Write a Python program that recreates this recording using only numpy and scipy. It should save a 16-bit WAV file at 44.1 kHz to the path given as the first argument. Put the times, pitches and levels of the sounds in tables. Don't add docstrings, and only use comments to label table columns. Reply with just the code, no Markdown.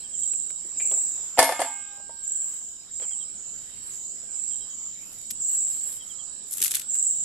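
import sys
import numpy as np
from scipy import signal
from scipy.fft import rfft, irfft
from scipy.io import wavfile
from scipy.ndimage import uniform_filter1d

SR = 44100
rng = np.random.default_rng(int(sys.argv[2]) if len(sys.argv) > 2 else 0)


def dump_mix(stems):
    frames = np.atleast_2d(stems).T
    limited = np.clip(frames, -1, 1)
    pcm = np.round(limited * 32767).astype(np.int16)
    wavfile.write(sys.argv[1], SR, pcm)


def how_loud(loudness_db):
    steps = np.asarray(loudness_db, float) / 20
    return 10 ** steps


N = 319284

STROKES_PER_S = 24.5
CLANG_S = 1.389


def evened(x):
    return x / np.sqrt(np.mean(x ** 2) + 1e-20)


def read(points, hz):
    f, value = np.transpose(points)
    return np.interp(np.log(hz + 1), np.log(f + 1), value)


def add(mix, s, sound, pan_db=0):
    part = mix[:, round(s * SR):][:, :sound.shape[-1]]
    part += sound[..., :part.shape[1]] * how_loud(np.array([[pan_db / 2], [-pan_db / 2]]))


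def colour(x, points, tilt_db=0):
    hz = np.fft.rfftfreq(x.shape[-1], 1 / SR)
    tilt = tilt_db * np.tanh(np.log2((hz + 1) / 5000))
    return irfft(rfft(x) * how_loud(read(points, hz) + tilt), x.shape[-1])


def band(x, hz, width_hz):
    b, a = signal.iirpeak(hz, hz / width_hz, SR)
    return signal.lfilter(b, a, signal.lfilter(b, a, x))


def ring(modes, length):
    hz, db, t60 = np.transpose(modes)[..., None]
    t = np.arange(round(length * SR)) / SR
    return (how_loud(db - 60 * t / t60) * np.sin(2 * np.pi * hz * t)).sum(0)


def bushes(x, t60, wet_db, echo=1):
    t = np.arange(SR // 3) / SR
    taps = rng.standard_normal((2, len(t))) * (rng.random((2, len(t))) < .05)
    taps = taps * how_loud(-60 * t / t60) * np.minimum(t / 0.0055, 1)
    taps *= how_loud(wet_db) / np.linalg.norm(taps, axis=1, keepdims=True)
    near = rng.integers(150, 1000, (2, 3))
    np.put_along_axis(taps, near, echo * rng.uniform(.4, .8, near.shape), 1)
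    taps[[0, 1], rng.integers(0, 24, 2)] += 1
    taps /= np.linalg.norm(taps, axis=1, keepdims=True)
    return signal.fftconvolve(x[None], taps, axes=1)


def trill(length, top_hz, per_s, fall_hz, closed, sluggish, overtone_db, lean=.72):
    t = np.arange(round(length * SR)) / SR
    phase = np.minimum(t * per_s % 1 / closed, 1)
    cold = sluggish * np.exp(-1.4 * np.floor(t * per_s))
    hz = top_hz * (1 - 0.03 * cold) - fall_hz * phase ** 1.8
    turn = 2 * np.pi * np.cumsum(hz) / SR
    stroke = abs(np.sin(np.pi * phase ** lean))
    stroke *= (1 - 0.14 * cold) * (1 - 0.24 * sluggish * np.exp(-t / .15))
    stroke *= np.minimum((length - t) / 0.063, 1)
    return evened(stroke * (np.sin(turn) + how_loud(overtone_db) * np.sin(2 * turn)))


def air():
    # (frequency [Hz], level [dB per Hz])
    hiss = [(20, -84.5), (100, -84.5), (220, -83.5), (450, -89.5), (900, -94), (1800, -99), (2800, -99),
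            (4500, -93.5), (6000, -108), (8500, -103), (12000, -104), (12400, -120), (16000, -126)]
    # (frequency [Hz], likeness [0-1])
    likeness = [(30, 0.12), (300, 0.033), (1000, 0.19), (3000, 0.12), (15000, 0.0181)]
    hz, _, z = signal.stft(rng.standard_normal((2, N)), SR, nperseg=1024)
    same = np.clip(read(likeness, hz), 0, 1)[:, None]
    z = np.array([z[0], same * z[0] + np.sqrt(1 - same ** 2) * z[1]])
    patches = uniform_filter1d(rng.standard_normal(z[0].shape), 10, 0)
    patches = evened(uniform_filter1d(patches, 8, 1))
    patch_db = 4.5 * np.clip(hz / 1500, .3, 1)[:, None] * patches
    z = z * how_loud(read(hiss, hz)[:, None] + patch_db) * np.sqrt(SR / 2)
    return signal.istft(z, SR, nperseg=1024)[1][:, :N]


def insect_bands():
    # (pitch [Hz], width [Hz], level [dB], throbs [per s], throb depth [0-1])
    far_bands = [(3070, 340, -65, 0.728, .4), (3825, 100, -64.5, 3.0, 0.5), (5130, 60, -71.5, 6.5, .8),
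                 (5346, 1100, -57.5, 0.81, 0)]
    out, t = np.zeros((2, N)), np.arange(N) / SR
    for hz, width_hz, db, per_s, depth in far_bands:
        pace = per_s * (1 + .5 * np.interp(t, np.arange(30) / 4, rng.standard_normal(30)))
        throb = 1 + depth * np.sin(2 * np.pi * (np.cumsum(pace) / SR + rng.random()))
        out += how_loud(db) * throb * evened(band(rng.standard_normal((2, N)), hz, width_hz))
    return out


def thin_singer():
    # (start [s], level [dB])
    thin_turns = [(.755, -60), (1.795, -65), (2.79, -62), (4.17, -62), (5.405, -63), (6.92, -65)]
    out, per_s = np.zeros((2, N)), 6.75
    song = trill(4 / per_s, 5050, per_s, fall_hz=25, closed=.3, sluggish=0, overtone_db=-60, lean=1)
    for s, db in thin_turns:
        add(out, s, how_loud(db) * bushes(song, t60=.3, wet_db=-4.5, echo=.3))
    return out


def low_cricket():
    out, db, pan_db = np.zeros((2, N)), -59.5, -4.5
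    song = trill(.27, 3320, 10.7, fall_hz=380, closed=.5, sluggish=0, overtone_db=-60, lean=1.1)
    turns = np.arange(.028, N / SR, 1.4915)
    for s in np.delete(turns, 1):
        add(out, s, how_loud(db) * song, pan_db)
        add(out, s, how_loud(db - 2) * bushes(song, t60=0.55, wet_db=-6, echo=0.53), pan_db)
    return out


def far_chorus():
    # (time [s], level [dB])
    swell = [(0, -37.5), (.6, -35.5), (1.2, -34.5), (1.452, -41), (1.95, -42.5), (2.2, -39.5), (2.7, -43.5),
             (2.879, -47), (3.3, -39.5), (3.75, -44.5), (4.25, -39), (4.65, -41.5), (5.099, -44),
             (5.35, -35), (6.0, -42), (6.45, -39), (6.851, -38), (7.24, -29)]
    crowd = np.zeros(N + 2 * SR)
    for k, (high, pace) in enumerate(rng.standard_normal((120, 2))):
        song = trill(.3, 7780 + 420 * np.tanh(high), STROKES_PER_S + pace, 850, .5, .5, -41)
        crowd[round(k * .066 * SR):][:len(song)] += song
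    far = bushes(crowd[:N + SR // 2], t60=.45, wet_db=10)
    far = evened(far[:, SR // 2:][:, :N])
    out = np.zeros((2, N))
    add(out, 0, far * how_loud(np.interp(np.arange(N) / SR, *np.transpose(swell))), -2.5)
    return out


def near_crickets():
    # (start [s], level [dB], left minus right [dB])
    lead_trills = [(.13, -28, -3.5), (.769, -23, 2), (1.53, -34.5, -1), (2.225, -28, 1), (2.907, -31, -3),
                   (3.72, -40.5, -0.5), (4.3, -31, -5.5), (5.396, -24, 2.5), (5.65, -32, -1),
                   (6.883, -24, 2.5)]
    deep_trills = [(1.06, -38.5, 0.5), (2.5, -41, 2), (3.36, -38, -3), (3.9, -36.5, -1), (4.68, -35.5, 1),
                   (6.05, -47, -19.5)]
    high_trills = [(.45, -41.5, -1.5), (2.05, -54.5, 6.5), (3.15, -43.5, -3.5), (3.55, -50.5, -1),
                   (5.05, -56, -20), (5.7, -58.5, -3), (6.55, -43.5, 19)]
    out = np.zeros((2, N))
    # trills, trill length in s, pitch in Hz at the start of a wing stroke
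    singers = [(lead_trills, 0.26, 7850), (deep_trills, 0.24, 7500), (high_trills, 0.13, 8030)]
    for trills, length, hz in singers:
        for start, db, pan_db in trills:
            song = trill(length, hz, STROKES_PER_S, fall_hz=1057.6, closed=0.66, sluggish=.9, overtone_db=-39.5)
            wet_db = 10.5 - .3 * (db + 28)
            add(out, start, how_loud(db) * bushes(song, t60=0.9, wet_db=wet_db), pan_db)
    return out


def bumps():
    # (time [s], level [dB], pitch [Hz], left minus right [dB])
    hollow_bumps = [(0.502, -50, 388, -2), (0.646, -46, 330, 0), (.801, -48, 450, 0), (0.842, -47, 460, 0),
                    (0.912, -35, 482, 1), (0.965, -45, 700, -1), (1.04, -52, 630, -2), (1.18, -49, 730, -2),
                    (1.23, -51, 750, 0), (1.93, -55, 600, 0), (1.975, -52, 620, 0), (2.998, -44, 543, -2.5)]
    dry_taps = [(0.331, -51, 318, 0), (0.801, -34, 2360, -6), (2.0, -45.5, 600, -1), (3.11, -53, 1330, -8),
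                (2.094, -45, 600, -0.5), (2.612, -55, 860, 4), (3.022, -42.5, 430, -4),
                (3.048, -48, 880, -2), (4.23, -50, 500, -1), (6.608, -44.5, 300, 8)]
    out, t = np.zeros((2, N)), np.arange(6000) / SR
    for knocks, t60 in ((hollow_bumps, 0.19), (dry_taps, 0.065)):
        for s, db, hz, pan_db in knocks:
            puff = band(rng.standard_normal(len(t)), hz, 0.78 * hz)
            puff *= how_loud(-60 * t / t60) * np.minimum(t / 0.002, 1)
            add(out, s, how_loud(db + 0.5) * puff / abs(puff).max(), pan_db)
    return out


def rustle():
    # (start [s], length [s], level [dB], left minus right [dB], body over treble [dB])
    moves = [(0.746, 0.94, -61.5, -4, 4.5), (2.386, 0.27, -56.5, -3, -3), (3.003, 0.058, -64, -13, 18.5),
             (3.39, 0.58, -60, -9, -0.5), (3.754, 0.31, -52, -7.5, -6), (4.134, 0.19, -67.5, 1, 7.5),
             (4.9, 0.47, -52.5, -3, -18), (5.441, .17, -45, -1, -14.5), (5.638, .19, -44.5, -3, -19),
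             (5.783, 0.25, -42.5, -4, -20.5), (5.956, .24, -55, -4, -12), (6.438, 0.22, -43.5, -5, -22),
             (6.581, .13, -40, 4, -11.5), (6.691, 0.13, -48, -4.5, -9), (6.919, 0.071, -54, 7, 0.5)]
    out = np.zeros((2, N))
    for s, length, db, pan_db, body_db in moves:
        n = 2 * round(length * SR / 2)
        grains = how_loud(2.35 * rng.exponential(1, n)) * (rng.random(n) < 900 / SR)
        grit = (1.8 + evened(uniform_filter1d(grains, 60))) * rng.standard_normal((2, n))
        treble = colour(grit, [(7000, -21.5), (8800, -4.0), (12000, -5.5), (12500, -20.5), (16000, -33)])
        body = colour(grit, [(600, -5), (1500, 7.5), (3000, 1.0), (6500, 2.0), (9000, 0), (16000, -39)])
        side = how_loud(np.array([[pan_db], [-pan_db]]) / 2)
        move = evened(treble) * side + how_loud(body_db) * evened(body)
        add(out, s, how_loud(db) * move * signal.windows.hann(n))
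    return out


def skin_cracks():
    # (time [s], level [dB], treble tilt [dB], left minus right [dB])
    snaps = [(0.1998, -47, 17, 3), (0.3338, -43.5, -13.5, 3), (0.503, -39.5, -11, 3),
             (0.9124, -35, -6.5, -8), (2.998, -43.5, -17, -7), (5.13, -44, 2, 1), (5.2131, -40, -1, -2),
             (5.3035, -33, -5.5, -4.5), (5.3075, -25.5, -3, 1.5), (5.3115, -28, 1.5, 1.5),
             (5.3155, -39, 1, 1), (5.6249, -45, 6, 2.5), (5.9249, -37.5, -4, 2.5), (6.9522, -34.5, -1, -6),
             (5.024, -48, 8, -2), (5.1847, -48, 7.5, -2.5), (5.494, -47.5, 3, -4.5), (5.6771, -43, -4, -2),
             (5.811, -41.5, -4, 4), (5.986, -48, 0, -6)]
    # (time [s], level [dB], left minus right [dB], treble tilt [dB])
    tear = [(6.5093, -31.5, -1.5, 8), (6.521, -29.5, -1, 8.5), (6.5286, -25, -2.5, 8),
            (6.536, -26.5, 0, 5.5), (6.55, -39, -0.5, 1), (6.5706, -28.5, -0.5, 6), (6.581, -29.5, 4, 0),
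            (6.591, -40, -3, -9), (6.6026, -29, -0.5, -3), (6.6165, -18.5, -1.5, 0),
            (6.6247, -17.5, -4, -3), (6.6373, -18.5, -2, 6), (6.645, -20.5, 4, -1), (6.653, -27.5, 0, 1.5),
            (6.6575, -23.5, 1, -6), (6.664, -23, -5, 1.5), (6.6784, -24.5, -5.5, -3),
            (6.7081, -24, -0.5, -1), (6.7153, -21.5, -6, -2), (6.721, -35, -5.5, 3.5),
            (6.7384, -28, -1.5, -7), (6.7463, -20.5, -4, -3), (6.7524, -18, -3, 0), (6.767, -28.5, -2, -6),
            (6.759, -31, -0.5, -5), (6.7961, -27.5, 1.5, -2), (6.8157, -33.5, -0.5, -6)]
    # (frequency [Hz], level [dB per Hz])
    skin = [(290, -31), (500, -32), (878, -36), (1500, -17.5), (2100, -14.5), (3460, -7.5), (4820, -8),
            (8580, 2.5), (10200, -2.5), (11100, 3.5), (15700, -38)]
    out, t = np.zeros((2, N)), np.arange(2048) / SR
    length = .0026
    cracks = [(*row, .06) for row in snaps]
    cracks += [(s, db, tilt_db, pan_db, 0.27) for s, db, pan_db, tilt_db in tear]
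    for s, db, tilt_db, pan_db, rattle in cracks:
        noise = evened(colour(rng.standard_normal((2, len(t))), skin, tilt_db))
        noise = (noise + 0.5 * noise[0]) / 1.35
        late = t / length - 2
        burst = np.exp(-(late / 0.93) ** 2)
        burst += rattle * how_loud(-60 * t / 0.24) * np.clip(late + 1, 0, 1)
        add(out, s - 1.2 * length, how_loud(db - 1.0) * burst * noise, pan_db)
    return out


def lid_blows():
    # (time [s], level [dB], brightness [dB])
    blows = [(1.374, -19, -7), (1.382, -11, -3), (1.389, 0.5, 0.5), (1.393, -7, 1.5), (1.406, -18.5, -17),
             (1.426, -6, 3), (1.441, -17, 8.5), (1.476, -23, 8), (1.49, -13, -3), (1.509, -33, 11),
             (1.521, -16, -1.5), (1.592, -15.5, -5.5), (1.601, -18, 3), (1.616, -13, -1.5),
             (1.644, -29, -6.5)]
    # (pitch [Hz], level [dB], time to fall 60 dB [s])
    lid_modes = [(271, -22.5, 0.44), (410.7, -5.5, 0.039), (518.4, -6.5, 0.13), (560, -5, 0.13),
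                 (672, 0, 0.16), (753, 13, 0.029), (808, -28, 1.9), (872, -12, 0.55), (921.6, -4, 0.3),
                 (1095, -17, 0.22), (1227, -28.5, 1.1), (1250, -38.5, 0.25), (1240, -15.5, .15),
                 (1751, -4.5, 0.15), (2089, -17, 0.36), (1188, -27, 0.76), (2120, -23, 0.7),
                 (2164, -20, 0.8), (2290, -31, 0.35), (2514, -36, 1.4), (2810, -40, 1.7),
                 (2980, -29.5, 0.34), (3000, -43.5, 2.1), (3150, -30, 0.9), (3700, -29.5, 0.27),
                 (4470, -19, 0.26), (3488, -26, 0.61), (3240, -25, .5), (4732, -26.5, .4), (5280, -30, .5),
                 (4040, -33.5, .4), (1780, -16.5, .12), (716, -13, 0.4), (3930, -26, 0.26), (5170, -34, .6),
                 (5574, -36, .4), (2370, -18.5, .2), (2810, -19, .12), (5700, -33, .1), (8830, -5.5, 0.1),
                 (9700, -26, 0.113), (11370, -17.5, 0.22)]
    # (frequency [Hz], level [dB per Hz])
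    rim_clash = [(24, -77.5), (40, -52), (352, -28.5), (657, -15), (1010, -14.5), (2080, -13),
                 (2600, -18.5), (3000, -17), (4150, -25), (4550, -18.5), (5930, -21.5), (10300, -14),
                 (15700, -60.5)]
    out, t = np.zeros((2, N)), np.arange(8192) / SR
    hz, level_db, t60 = np.transpose(lid_modes)
    high = np.log2(hz / 1000)
    after = np.arange(round(.9 * SR), dtype=np.float32) / SR
    dying = how_loud(level_db[:, None] - 60 * after / t60[:, None])
    dying = dying * np.minimum(after / 0.003, 1)
    fade = (how_loud(-60 * t / 0.036) + 0.37 * how_loud(-60 * t / 0.35)) * np.minimum(t / 0.0013, 1)
    for s, db, bright_db in blows:
        pressed = hz + 2.5 / t60 * rng.standard_normal(len(hz))
        modes = dying * np.sin(np.float32(2 * np.pi * pressed)[:, None] * after)
        share = rng.choice([-1, 1], len(hz)) * how_loud(4.0 * rng.standard_normal(len(hz)) + bright_db * high / 2)
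        apart = np.clip(0.18 * high, 0, 1) * rng.uniform(-1.13, 1, len(hz))
        sides = np.array([share * (1 + apart), share * (1 - apart)])
        add(out, s, how_loud(db - 15.0) * sides @ modes)
        middle, apart_noise = rng.standard_normal((2, len(t)))
        apart_noise = colour(apart_noise, [(700, -12.5), (2000, -5.5), (4500, 3.5), (16000, -4.5)])
        clash = colour(middle + apart_noise * [[1], [-1]], rim_clash, bright_db)
        add(out, s, how_loud(db - 12.0 + .4 * min(bright_db, 0)) * evened(clash) * fade)
    return out * how_loud(-45 * np.maximum(np.arange(N) / SR - 2.0, 0))


def lid_touches():
    # (pitch [Hz], level [dB], time to fall 60 dB [s])
    knob_ring = [(2150, -24, 0.6), (2334, -15, 0.51), (2374, -7, 0.2), (2550, -20, 0.42), (2640, -20, 0.63),
                 (2970, -27, 0.73)]
    pan_ring = [(1593, -42, 2.6)]
    flick_ring = [(920, -45, 0.27), (643, -42, 0.052)]
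    out = np.zeros((2, N))
    add(out, .8007, how_loud(-31) * ring(knob_ring, 0.37))
    add(out, CLANG_S, ring(pan_ring, 1.5))
    add(out, CLANG_S, how_loud(-31) * np.sin(np.pi * np.arange(300) / 300) ** 2)
    add(out, 2.094, ring(flick_ring, .2))
    return out


def scene():
    since = np.arange(N) / SR - CLANG_S
    duck = how_loud(-5 * (since > 0) * np.exp(-abs(since) / 1.31))
    background = duck * (air() + insect_bands() + thin_singer() + low_cricket())
    crickets = far_chorus() + near_crickets()
    return background + crickets + bumps() + rustle() + skin_cracks() + lid_blows() + lid_touches()


def masked(x):
    # (frequency [Hz], level [dB per bin])
    hearing_floor = [(3100, -100), (3400, -83), (3550, -66), (3800, -115), (5700, -87.5), (6200, -68),
                     (6700, -111.5), (8200, -95), (8350, -92), (9500, -81.5), (10700, -85.5), (12000, -106),
                     (12500, -65.5), (13800, -82.5), (14300, -94), (15800, -81)]
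    hz, _, z = signal.stft(x, SR, nperseg=1024)
    power = uniform_filter1d((abs(z) ** 2).mean(0), 8, 0)
    power_db = 10 * np.log10(abs(uniform_filter1d(power, 4, 1)) + 1e-20)
    loud_db = power_db[(hz > 7000) & (hz < 8000)].max(0)
    over_db = power_db - 0.6 * (loud_db + 35) - read(hearing_floor, hz)[:, None]
    return signal.istft(z * np.clip(over_db / 2, 0, 1), SR, nperseg=1024)[1][:, :N]


def roll_off(x):
    return signal.sosfilt(signal.butter(12, 15870, fs=SR, output="sos"), x)


def record(dry):
    # (frequency [Hz], left minus right [dB])
    ports = [(2500, 0.2), (4400, -1), (8000, -4.5), (10500, -1), (12500, 26), (16000, 20.5)]
    hz = np.fft.rfftfreq(N, 1 / SR)
    uneven = how_loud(read(ports, hz) / 2 * [[1], [-1]])
    heard = irfft(rfft(dry) * uneven * (hz < 15830), N)
    return roll_off(masked(np.clip(heard, -.9, .9)))


dry = scene()
out = record(dry)
dump_mix(out)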